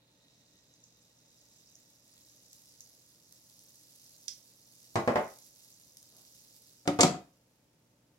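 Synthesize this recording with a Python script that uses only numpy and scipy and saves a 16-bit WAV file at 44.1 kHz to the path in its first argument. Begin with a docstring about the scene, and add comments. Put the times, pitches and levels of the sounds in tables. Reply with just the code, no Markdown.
"""Batter sizzles on the hot plate of a waffle maker, half a metre from a stereo microphone in a kitchen.
Steam pockets chirp, films tear and fat spits, more and more as the poured batter covers the plate.
The bowl clinks once, close on the right, then rocks onto the wooden table in three knocks.
The lid comes down with a clunk, shuts with a metal clack and muffles the sizzle.
Behind it all an appliance hums, and the close, hard walls add a short tail."""
import sys
import numpy as np
from scipy import signal
from scipy.fft import rfft, irfft
from scipy.io import wavfile
from scipy.ndimage import uniform_filter1d

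SR = 44100
rng = np.random.default_rng(int(sys.argv[2]) if len(sys.argv) > 2 else 0)


def to_wav(sig):
    """Store sig (one row per channel, or 1-D mono) as 16-bit WAV at the path in sys.argv[1].

    Samples outside -1..1 are clipped; the rate is SR.
    """
    pcm = np.clip(np.atleast_2d(sig), -1, 1) * 32767
    pcm = np.round(pcm).astype(np.int16)
    wavfile.write(sys.argv[1], SR, pcm.T)  # frames by channels


N = 360738
TIME = np.arange(N) / SR
RING_S = .6  # time allowed for a blow or the room to die away


def undb(db):
    """Decibels to gain."""
    return 10 ** (np.asarray(db) / 20)


def level(x, db):
    """Scale to an rms level."""
    return x * undb(db) / np.sqrt(np.mean(x ** 2))


def clock(seconds):
    """Sample times."""
    return np.arange(int(seconds * SR)) / SR


def fade(t, t60):
    """A decay that loses 60 dB in t60 seconds."""
    return np.exp(-np.log(1000) * t / t60)


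def swell(centre_s, width_s):
    """A smooth rise to 1 and fall around a moment."""
    return np.exp(-((TIME - centre_s) / width_s) ** 2)


def waver(per_s):
    """Random levels joined smoothly, spread near 1."""
    size = int(SR / per_s)
    steps = np.repeat(rng.standard_normal(N // size + 1), size)
    return 1.2 * uniform_filter1d(steps, size)[:N]


def along(points, hz):
    """Read (frequency, value) points on a log-frequency axis."""
    f, value = np.transpose(points)
    return np.interp(np.log(hz + 1), np.log(f), value)


def add(out, s, sound):
    """Mix a sound in at a time."""
    i = int(s * SR)
    out[:, i:i + sound.shape[1]] += sound[:, :N - i]


def pan(left_db):
    """Gains at the two microphones; a negative difference places the source to the right."""
    return undb(np.array([[left_db], [-left_db]]) / 2)


def colour(x, points):
    """Minimum-phase filter with the given spectral shape; white noise keeps its level."""
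    size = 4096
    shape_db = along(points, np.fft.rfftfreq(size, 1 / SR))
    cepstrum = irfft(shape_db * np.log(10) / 20)
    cepstrum[1:size // 2] *= 2
    cepstrum[size // 2 + 1:] = 0
    response = irfft(np.exp(rfft(cepstrum)))
    return signal.fftconvolve(x, response[None] / np.linalg.norm(response), axes=1)[:, :x.shape[1]]


def air(size, alike_hz):
    """White noise at the two microphones, alike in both below alike_hz."""
    mid, side = rfft(rng.standard_normal((2, size)))
    alike = 1 / (1 + (np.fft.rfftfreq(size, 1 / SR) / alike_hz) ** 2)
    mid, side = mid * np.sqrt((1 + alike) / 2), side * np.sqrt((1 - alike) / 2)
    return irfft([mid + side, mid - side], size)


def ring(modes, alike_hz):
    """Fading modes; the higher ones reach the two microphones out of step."""
    t, out = clock(RING_S), 0
    for k, (hz, db, t60) in enumerate(modes):
        skew = min(hz / alike_hz, 1) * (2 * rng.random() - 1) * np.array([[1], [-1]])
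        out = out + (-1) ** k * undb(db) * np.sin(2 * np.pi * hz * t + skew) * fade(t, t60)
    return out


def burst(points, t60, alike_hz):
    """The crowd of short-lived modes that a blow wakes: coloured, fast-fading noise."""
    t = clock(RING_S)
    return colour(air(len(t), alike_hz) * fade(t, t60), points) / 2


def pops(per_s, spread_db):
    """Random impulses, mostly small and now and then large."""
    chance, size = rng.random(N), np.minimum(rng.exponential(size=N), 5)
    return (chance < per_s / SR) * undb(spread_db * size) * rng.choice([-1, 1], N)


def excite(x, response):
    """Every sample of x sets off the stereo response."""
    return signal.oaconvolve(np.atleast_2d(x), response, axes=1)[:, :N]


# the murmur of the kitchen, all around the microphones: (frequency [Hz], level [dB])
MURMUR_COLOUR = [(25, -27.5), (45, -11.5), (80, -6.5), (180, -1), (300, -4), (400, -9), (560, -5),
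                 (830, -16), (890, -7.5), (950, -15), (1300, -17), (3000, -19.5), (7000, -23), (15000, -29)]
# an appliance in the room: (frequency [Hz], rms level [dB])
HUM_PARTIALS = [(59.5, -91), (119.5, -78.5), (161, -84.5), (238, -87.5), (296, -84.5)]
def room_tone():
    """An appliance hums over the barely wavering murmur of the room."""
    murmur = level(colour(air(N, alike_hz=679.4), MURMUR_COLOUR), db=-71)
    murmur *= undb(0.06 * waver(per_s=2))
    hum = sum(undb(db) * np.sqrt(2) * np.sin(2 * np.pi * (hz * TIME + rng.random()))
              for hz, db in HUM_PARTIALS)
    return murmur + hum


# the kitchen's decay, heard from the table: (frequency [Hz], t60 [s])
KITCHEN_DECAY = [(100, .31), (500, .3), (2000, .31), (6000, .26), (14000, .22)]
def kitchen(x, wet_db, gap_s=0.0045, lag_samples=8):
    """Direct sound reaches the left microphone first; hard walls add a tail whose treble dies soonest."""
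    t = clock(RING_S)
    spectrum, hz = rfft(air(len(t), alike_hz=1010)), np.fft.rfftfreq(len(t), 1 / SR)
    tail = 0
    for centre, t60 in KITCHEN_DECAY:
        band = along([(f, f == centre) for f, _ in KITCHEN_DECAY], hz)
        tail = tail + irfft(spectrum * band, len(t)) * fade(t, t60)
    tail *= np.clip(t / gap_s - 1, 0, 1)  # the reflections fade in after the gap
    tail *= undb(wet_db) / np.linalg.norm(tail[0])
    direct = np.array([x[0], np.pad(x[1], (lag_samples, 0))[:N]])
    return direct + excite(x, tail)


# contacts within one touch of the bowl's rim: (time [s], level [dB])
RIM_CONTACTS = [(4.2803, -35), (4.2812, -22), (4.2826, -24)]
# the rim's ring: (frequency [Hz], level [dB], t60 [s])
RIM_MODES = [(3031, -25, .12), (4080, -18, .15), (5022, 1, .16), (5086, 0, .14), (5679, -1, .16),
             (6151, -5, .13), (6640, -7, .12), (7149, -12, .11), (8705, -16, .2)]
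# the click of each contact: (frequency [Hz], level [dB])
RIM_COLOUR = [(500, -46), (2500, -25), (4200, -12.5), (5300, -8), (6300, -5.5), (7500, -20), (8700, -16.5),
              (11000, -25), (15000, -39)]
def bowl_clink():
    """The rim of the bowl is touched once and rings, close by and to the right."""
    out = np.zeros((2, N))
    rim = undb(-25) * ring(RIM_MODES, alike_hz=6000)
    for s, db in RIM_CONTACTS:
        add(out, s, undb(db) * (rim + burst(RIM_COLOUR, t60=.014, alike_hz=6000)))
    return out * pan(-8)


def board_push(length_s):
    """The first swing of a struck board: one cycle of pressure, alike at both microphones."""
    t = clock(length_s)
    return -np.sin(2 * np.pi * t / length_s) * np.sin(np.pi * t / length_s) * pan(0)


# the wooden table top: (frequency [Hz], level [dB], t60 [s])
WOOD_MODES = [(95, -17, .2), (135, -13, .18), (240, -9, .16), (274, -3, .2), (322, -4, .18), (349, -3, .17),
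              (385, -6, .17), (412, -7, .16), (462, -6, .16), (537, -3, .16), (608, -3, .16), (658, 2, .16),
              (751, 0, .18), (790, -1, .14), (884, -1, .18), (1047, 0, .17), (1090, -3, .15),
              (1440, -11, .2), (1840, -12, .18), (2410, -17, .2)]
# the dull knock of the wood and the bright tick of the bowl: (frequency [Hz], level [dB])
WOOD_COLOUR = [(40, -23.5), (100, -5.5), (280, 0.5), (700, 0), (1080, -3), (1400, -9.5), (2200, -12),
               (3500, -28), (7000, -44), (15000, -52)]
BOWL_TICK_COLOUR = [(500, -3), (2000, -13.5), (4000, 3), (6500, 0), (9000, -7.5), (15000, -20)]
# the bowl's foot meets the table: (time [s], blow level [dB], tick level [dB], bass cutoff [Hz])
FOOT_KNOCKS = [(4.9562, -18, -27.5, 35), (5.0758, -18, -33.5, 60), (5.157, -17, -33.5, 200)]
def bowl_knocks():
    """The foot of the bowl rocks onto the table, which booms under it, straight ahead."""
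    out = np.zeros((2, N))
    table = undb(-15) * ring(WOOD_MODES, alike_hz=1496)
    for s, db, tick_db, low_hz in FOOT_KNOCKS:
        knock = table + undb(2) * burst(WOOD_COLOUR, t60=0.11, alike_hz=1310)
        # each successive knock has less bass
        knock = signal.sosfilt(signal.butter(1, low_hz, "high", fs=SR, output="sos"), knock)
        tick = burst(BOWL_TICK_COLOUR, t60=.04, alike_hz=2980)
        add(out, s, undb(db) * knock + undb(tick_db) * tick)
        add(out, s, undb(db) * board_push(length_s=0.0019))
    return out


# the waffle maker's base, hollow housing and cast plates: (frequency [Hz], level [dB], t60 [s])
BASE_RING = [(72, -18, .25), (140, -6, .12), (163, -1, .15), (192, 2, .19), (212, -2, .16), (237, -4, .2)]
HOUSING_RING = [(273, 1, .22), (298, 2, .25), (322, 0, .22), (365, -8, .18), (409, -10, .18),
                (476, -8, .17), (535, 2, .2), (562, 1, .12), (690, 3, .13), (735, 5, .17), (1006, -8, .17),
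                (1210, -9, .13), (1256, -9, .13), (1310, -10, .12), (1995, -13, .18), (2522, -13, .18)]
PLATE_RING = [(3440, -15, .14), (3730, -22, .6), (3919, -13, .14), (4592, -9, .12), (4877, -3, .15),
              (5566, 0, .13), (6153, -1, .13), (6210, -3, .13), (6405, -4, .15), (6562, -4, .12),
              (6856, -4, .12), (7173, 1, .15), (7338, 0, .12), (7994, -9, .14), (9700, -14, .15)]
# noise of a blow on the base, housing, plates and hard edge: (frequency [Hz], level [dB])
BASE_THUD = [(40, -27.5), (110, -11.5), (165, -1), (230, 0.5), (400, -8), (1500, -41.5)]
HOUSING_NOISE = [(40, -27), (100, -8.5), (280, -0.5), (450, -3.5), (680, -1), (900, -8.5), (1250, -11),
                 (1700, -15.5), (2500, -24), (5000, -29.5), (9000, -36), (15000, -47.5)]
PLATE_CLACK = [(800, -24), (2500, -12), (4000, -9.5), (5500, -2.5), (7300, 1), (8300, -9.5), (11000, -29),
               (15000, -37)]
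EDGE_TICK = [(400, -13), (1250, 10.5), (1650, -4), (2100, 7), (3200, 2.5), (6000, 0), (9000, -6.5),
             (15000, -24)]
# the lid brushes, lands, tips, drops, seats and rebounds twice:
# (time [s], level [dB], weight on the base [dB], hardness [dB])
LID_CONTACTS = [(6.855, -39, -15, -27), (6.8756, -15.5, -8.5, -4), (6.989, -18.5, -15.5, -8),
                (6.9934, -10.5, -21.5, -22.5), (7.0317, -10.5, -2.5, 2.5), (7.074, -28.5, -6, -9.5),
                (7.144, -34, -5, -28)]
def lid():
    """Just left of centre, blows shake the housing; heavy ones thud the base, hard ones ring the plates."""
    out = np.zeros((2, N))
    base = undb(-10.5) * ring(BASE_RING, alike_hz=2000)
    housing = undb(-16) * ring(HOUSING_RING, alike_hz=2497)
    plates = undb(-26.5) * ring(PLATE_RING, alike_hz=9000)
    clack = lambda: plates + burst(PLATE_CLACK, t60=0.034, alike_hz=6986)
    tick = lambda: burst(EDGE_TICK, t60=0.036, alike_hz=4967)
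    for s, db, weight_db, hard_db in LID_CONTACTS:
        thud = base + undb(-4.5) * burst(BASE_THUD, t60=.1, alike_hz=1990)
        clunk = housing + burst(HOUSING_NOISE, t60=0.094, alike_hz=2000)
        edge = tick() + undb(-15) * clack()
        add(out, s, undb(db) * (clunk + undb(weight_db) * thud + undb(hard_db) * edge))
    # just before the lid seats, the two plates clack together and chatter, weaker each time
    clack_s, gap_s = 7.0075, .003
    for k, db in enumerate([-6, -10, -14]):
        add(out, clack_s + k * gap_s, undb(db) * (clack() + undb(-11.5) * tick()))
    return out * pan(1.0)


def hinge():
    """As the lid starts to move, its hinge rubs faintly through the housing."""
    rub = level(colour(air(N, alike_hz=1996), HOUSING_NOISE), db=-70)
    return rub * swell(centre_s=6.17, width_s=0.083)


POUR_START_S, POUR_END_S = -0.024, 3.73
def coverage():
    """The batter runs at a steady rate, so the covered share of the plate grows evenly."""
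    return np.clip((TIME - POUR_START_S) / (POUR_END_S - POUR_START_S), 0, 1)


def frying_db():
    """A crust calms the frying, the bowl passes before the microphones, the lid shuts, batter seals it."""
    crust_db_per_s, shade_db, muffle_db, seal_db_per_s = -0.6, -4.5, -10.5, -12
    shut_s, swing_s = 7.106, .45
    crust = crust_db_per_s * np.maximum(TIME - POUR_END_S, 0)
    shade = shade_db * swell(centre_s=4.53, width_s=0.21)
    muffle = muffle_db * np.clip(1 + (TIME - shut_s) / swing_s, 0, 1)
    seal = seal_db_per_s * np.maximum(TIME - shut_s, 0)
    return crust + shade + muffle + seal


def chirp(start_hz, length_s, fall_ratio=.55):
    """A steam pocket bursts: a blip of a few ms whose pitch falls."""
    age = clock(length_s) / length_s
    phase = 2 * np.pi * np.cumsum(start_hz * fall_ratio ** age) / SR
    skew = rng.uniform(-.9, .9) * np.array([[1], [-1]])
    return np.sin(phase + skew) * np.sin(np.pi * np.sqrt(age)) ** 2


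def small_spits():
    """Droplets of fat snap at random, more strongly as the batter spreads."""
    snaps = pops(per_s=9.8, spread_db=1.5) * coverage() * undb(-49 + frying_db())
    return excite(snaps, burst(FRYING_CRACKLE, t60=0.012, alike_hz=6000)) * pan(-2)


# the loudest spits of fat and steam off the plate: (time [s], level [dB], relative treble [dB])
LOUD_SPITS = [(0.738, -52, -30), (0.839, -46, -37), (1.7534, -44, -27), (2.5303, -42, -10.5),
              (2.806, -35.5, -22), (3.3243, -43.5, -13), (3.5918, -46, -14), (3.62, -54, -20),
              (5.3867, -44, -10), (5.97, -40, -10.5), (6.028, -44, -13)]
def loud_spits(chirp_db=-1, snap_db=16):
    """A larger pocket snaps open and chirps; the sharper the snap, the less it chirps."""
    out = np.zeros((2, N))
    for s, db, treble_db in LOUD_SPITS:
        sharpness = undb(treble_db + snap_db)
        chirp_gain = undb(db + chirp_db) * (1 - min(sharpness, 1) / 2)
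        add(out, s, chirp_gain * chirp(start_hz=7600, length_s=.005))
        add(out, s, undb(db) * sharpness * burst(FRYING_CRACKLE, t60=0.011, alike_hz=6000))
    return out * pan(-2.4)


# bubbles, tearing films and the grid's open wells, half a metre off: (frequency [Hz], level [dB])
FRYING_BUBBLES = [(1500, -25), (3100, -12.5), (4000, -4), (5800, 1), (7000, 0), (8300, -4.5),
                  (11000, -16.5)]
FRYING_CRACKLE = [(600, -19), (1500, -16), (2800, -7.5), (4500, 2.5), (8300, -0.5), (11500, 0),
                  (15500, -3.5)]
GRID_WELLS = [(1500, -24.5), (1790, -19), (1890, -1), (2010, -17.5), (2500, -9), (3200, -10.5), (3600, -3),
              (3950, 2.5), (4450, -8.5), (7000, -20.5)]
def sizzle(surge_db=1.26):
    """A little to the right, chirping bubbles and a fine crackle grow as the batter covers the plate."""
    covered, age = coverage(), clock(.0025)
    bubbles, crackle = 0, 0
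    for hz in np.geomspace(5500, 9500, num=10):
        blip = chirp(hz, length_s=rng.uniform(.003, .007))
        bubbles = bubbles + excite(pops(per_s=94, spread_db=2.5), blip)
        # films tear all across the plate, each scattered for a moment by the grid
        tear = air(len(age), alike_hz=4500) * np.exp(-age / .0003)
        crackle = crackle + excite(pops(per_s=130, spread_db=3.0), tear)
    # the wells ring with the frying, less as batter fills them
    wells = level(colour(crackle, GRID_WELLS), db=-72.5) * undb(-9 * covered)
    bubbles = level(colour(bubbles, FRYING_BUBBLES), db=-65) * covered ** 0.41
    crackle = level(colour(crackle, FRYING_CRACKLE), db=-62) * covered ** 1.52
    surges = surge_db * waver(per_s=4.8)
    return (bubbles + crackle + wells) * undb(frying_db() + surges) * pan(-2.4)


def scene():
    """Everything happens on one kitchen table, about half a metre from the microphones."""
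    frying = kitchen(sizzle() + loud_spits() + small_spits(), wet_db=-5)
    bowl = kitchen(bowl_clink(), wet_db=-7.5) + kitchen(bowl_knocks(), wet_db=-2.0)
    closing = kitchen(lid() + hinge(), wet_db=-7)
    return frying + bowl + closing + room_tone()


def record(dry, top_hz=15900):
    """The phone that holds the microphones cuts the top treble steeply."""
    return signal.sosfilt(signal.ellip(10, .2, 70, top_hz, fs=SR, output="sos"), dry)


dry = scene()
out = record(dry)
to_wav(out)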